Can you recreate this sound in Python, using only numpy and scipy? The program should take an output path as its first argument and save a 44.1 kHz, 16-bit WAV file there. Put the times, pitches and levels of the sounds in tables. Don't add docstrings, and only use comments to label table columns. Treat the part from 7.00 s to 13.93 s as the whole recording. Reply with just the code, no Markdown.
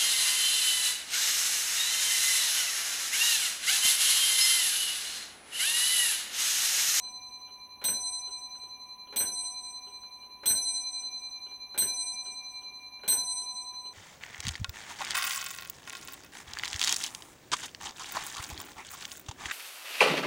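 import sys
import numpy as np
from scipy import signal
from scipy.fft import rfft, irfft, next_fast_len
from scipy.io import wavfile

SR = 44100
rng = np.random.default_rng(int(sys.argv[2]) if len(sys.argv) > 2 else 0)


def unload_wav(signal):
    wavfile.write(
        sys.argv[1],
        SR,
        np.round(np.clip(np.atleast_2d(signal).T, -1, 1) * 32767).astype(np.int16),
    )


N = 305613

# start_s, strength_db, treble_db, gain_1khz_db, gain_2400hz_pair_db, release_before_blow_s, drop_back_db
HAMMER_STROKES = [(-.447, -2, -4, -1, 0, .03, 0), (.84, -1, -0.5, -.4, -2, .025, .5),
                  (2.16, -2.5, 2, -.5, -0.6, .035, 2.5), (3.457, 2.5, -.5, -6, 1, .024, .5),
                  (4.777, -0.5, 0, -3.5, 7, .033, -0.5), (6.078, 0, 1, 2, -3.5, .044, -1)]
# pitch_hz, level_db
TRIP_COLOUR = [(50, -59), (120, -55), (400, -31), (850, -39.5), (1200, -38.5), (1550, -33.5), (2800, -42.5),
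               (3800, -47.5), (5000, -55), (7000, -59), (15000, -61)]
BLOW_COLOUR = [(50, -57), (110, -37), (250, -30), (600, -38.5), (1200, -43), (1600, -34), (2800, -35),
               (3400, -28), (5000, -36), (9000, -39), (12000, -30), (15000, -34)]
RETURN_COLOUR = [(50, -52), (90, -29), (140, -42), (220, -32), (400, -36.5), (700, -41), (1200, -46),
                 (1580, -30), (1950, -37.5), (3000, -40.5), (5000, -56.5), (7500, -74)]
# pitch_hz, level_db
TICK_COLOUR = [(100, -72), (230, -69.5), (400, -39), (600, -54), (1400, -49.5), (2100, -67), (3000, -43.5),
               (4000, -66.5), (7000, -94), (14000, -69.5)]
CLICK_COLOUR = [(100, -63.5), (400, -53), (900, -58), (1600, -51), (2200, -57.5), (3000, -52.5),
                (5000, -92.5), (14000, -87.5)]
# pitch_hz, level_db
ROOM_COLOUR = [(25, -65), (50, -50), (140, -58), (220, -47.5), (400, -53.5), (650, -56.5), (840, -48),
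               (950, -64), (1110, -48.5), (1300, -67.5), (2400, -60), (2900, -65), (3500, -71), (5200, -81),
               (7200, -82.5), (9300, -69.5), (11000, -64.5), (15000, -71.5)]
# pitch_hz, level_db (rms)
MAINS_HUM = [(50, -79.5), (99, -77)]
# pitch_hz, t60_s
CASE_DECAY = [(100, 0.48), (400, 0.64), (1500, 0.28), (3500, 0.28), (8000, 0.17), (15000, 0.11)]
# centre_hz, width_hz, peak_db (before trim)
BODY_RESONANCES = [(95, 20, 2.5), (197.5, 13, 9.5), (276, 6.1, 3.5), (401, 87, 6), (480, 30, -0.5),
                   (575, 83, 10), (710, 10, 1), (835, 46, 15), (1060, 230, 6), (1427, 38, 10),
                   (1554, 57, 8.5), (2160, 90, 4.5), (2386, 69, 15.5), (2875, 74, 8.5), (3230, 54, 4.5),
                   (3365, 49, 10), (4070, 80, 2.5), (3884, 90, 16.5), (4130, 60, 7), (7700, 49, 17.5),
                   (7800, 100, 13.5), (10530, 450, 11), (13350, 450, 3), (14150, 450, 11.5)]
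# pitch_hz, twin_offset_hz (0 for a single tone)
RING_PITCHES = [(747.9, 0), (998.3, 0), (2382, -7.6), (4072.3, 10.5), (6032.7, 16.2), (8252.1, -3.9),
                (10703, -2.8), (4764, -7.6), (10105, 22), (11090, 30), (12080, 14), (13396, -8),
                (14194, 45), (15218, 30), (4017.5, 0)]
# level_db (rms, before stroke gains), t60_s, rise_s, twin_db (against the main tone), first_beat_null_s
RING_SHAPES = [(-57, 4.96, 0.0047, -62.5, 0), (-52.5, 17, 0.0023, -63.5, 0), (-61, 25, 0.0033, -4, 0.071),
               (-37.5, 5.35, 0.0016, -0.5, 0.0826), (-35.5, 2.32, 0.0078, -4.5, 0.0243),
               (-30, 1.252, 0.0077, -3, 0.15), (-38, 0.95, 0.015, -8.5, .12),
               (-76.5, 3.9, .005, -6.5, 0.047), (-62, 1.2, 0.0037, -7, .03),
               (-43.5, 0.23, 0.0052, -7.5, .03), (-55, 0.44, .006, -4.5, 0),
               (-26.5, 0.24, 0.023, -14.5, 0.11), (-34, 0.28, 0.011, -18.5, 0.018),
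               (-39.5, .22, .007, -10, .025), (-53.5, 6.7, .004, -59, 0)]

TOP_HZ = 15900
BODY_TRIM_DB = -3.5
FULL_HZ, TREBLE_HZ = 4000, 7000
FALL_S = .043
TRIP_DB, BLOW_DB, RETURN_DB = -1, -.5, 3
SWING_S, FIRST_TICK_S, FIRST_TOCK_S = .797, .477, .04
TICK_DB, TOCK_DB = -2, -5
TURN_S, FIRST_CLICK_S, CLICK_DB = .74, .073, 0
UNEVEN_DB = 0.2


def amp(db):
    return 10 ** (np.asarray(db) / 20)


def along(points, hz):
    point_hz, values = np.transpose(points)
    return np.interp(np.log(hz + 1), np.log(point_hz), values)


def filtered(x, response):
    size = next_fast_len(len(x) + 8192)
    hz = np.fft.rfftfreq(size, 1 / SR)
    return irfft(rfft(x, size) * response(hz), size)[:len(x)]


def noise(colour, size):
    return filtered(rng.standard_normal(size), lambda hz: amp(along(colour, hz)))


def wobble(rate):
    knots = rng.standard_normal(int(N * rate / SR) + 2)
    return np.interp(np.arange(N) * rate / SR, np.arange(len(knots)), knots)


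def room():
    t = np.arange(N) / SR
    hum = np.zeros(N)
    for hz, db in MAINS_HUM:
        hum += np.sqrt(2) * amp(db) * np.sin(2 * np.pi * (hz * t + rng.random()))
    return noise(ROOM_COLOUR, N) + hum


def body(hz):
    power = 1
    for centre_hz, width_hz, db in BODY_RESONANCES:
        detuning = 2 * (hz - centre_hz) / width_hz
        power = power + (amp(db) ** 2 - 1) / (1 + detuning ** 2) ** 2
    return amp(BODY_TRIM_DB) * np.sqrt(np.abs(power))


def knocks(events, colour, ring, snap, snap_s):
    out = np.zeros(N + SR)
    t = np.arange(SR // 2) / SR
    raw = noise(colour, len(events) * len(t))
    bursts = filtered(raw, body).reshape(len(events), len(t))
    attack = (1 - np.exp(-t / 0.00063)) * (1 + snap * np.exp(-t / snap_s))
    for (start_s, db), burst in zip(events, bursts):
        hz, age, bands = signal.stft(burst, SR, nperseg=256)
        t60 = ring * along(CASE_DECAY, hz)[:, None]
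        tail = signal.istft(bands * amp(-60 * age / t60), SR, nperseg=256)[1][:len(t)]
        out[round(start_s * SR):][:len(t)] += amp(db) * attack * tail
    return out[:N]


def repeats(first_s, period_s, db):
    starts = np.arange(first_s, N / SR, period_s)
    return [(s, db + UNEVEN_DB * rng.standard_normal()) for s in starts]


def movement():
    beats = repeats(FIRST_TICK_S, SWING_S, TICK_DB) + repeats(FIRST_TOCK_S, SWING_S, TOCK_DB)
    clicks = repeats(FIRST_CLICK_S, TURN_S, CLICK_DB)
    ticking = knocks(beats, TICK_COLOUR, ring=0.96, snap=0.52, snap_s=0.009)
    clicking = knocks(clicks, CLICK_COLOUR, ring=0.53, snap=.6, snap_s=.005)
    return ticking + clicking


def hammer():
    trips, blows, returns = [], [], []
    for s, *_, lead_s, drop_db in HAMMER_STROKES:
        if s > 0:
            trips.append((s - lead_s, TRIP_DB))
            blows.append((s, BLOW_DB))
            returns.append((s + FALL_S, RETURN_DB + drop_db))
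    trip = knocks(trips, TRIP_COLOUR, ring=1.0, snap=0.28, snap_s=.006)
    blow = knocks(blows, BLOW_COLOUR, ring=0.93, snap=0.83, snap_s=0.012)
    back = knocks(returns, RETURN_COLOUR, ring=1.0, snap=0.43, snap_s=0.014)
    return trip + blow + back


def bell(scatter=0.28, settle_s=0.38, drift=0.12, twin_rise_s=0.0044):
    out = np.zeros(N)
    t = np.arange(N) / SR
    ends = [row[0] for row in HAMMER_STROKES[1:]] + [N / SR]
    for (hz, split_hz), (db, t60, rise, twin_db, null) in zip(RING_PITCHES, RING_SHAPES):
        flutter = wobble(200) + 1j * wobble(200)
        waver = 1 + drift * wobble(24)
        shortness = hz / 8000
        for (s, strength_db, treble_db, low_db, mid_db, *_), end in zip(HAMMER_STROKES, ends):
            span = slice(max(int(s * SR), 0), int((end + .03) * SR))
            age = np.maximum(t[span] - s, 0)
            twin = amp(twin_db) * (1 - np.exp(-age / twin_rise_s))
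            beat = 1 - twin * np.exp(2j * np.pi * split_hz * (age - null))
            tone = np.exp(2j * np.pi * (hz * age + rng.random()))
            force_db = strength_db * min(hz / FULL_HZ, 1) + treble_db * (hz > TREBLE_HZ)
            met_db = {998: low_db, 2382: mid_db, 4764: mid_db}.get(round(hz), 0)
            level_db = db + force_db + met_db - 60 * age / t60
            swell = 1 - np.exp(-age / rise)
            give_way = np.exp(-np.maximum(t[span] - end, 0) / min(rise, .006))
            ruffle = waver[span] + scatter * shortness * flutter[span] * np.exp(-age / settle_s)
            out[span] += np.sqrt(2) * amp(level_db) * swell * give_way * np.real(ruffle * beat * tone)
    return out


def scene():
    return (room() + movement() + hammer() + bell())[None]


def record(dry):
    return np.array([filtered(x, lambda hz: hz < TOP_HZ) for x in dry])


dry = scene()
out = record(dry)
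unload_wav(out)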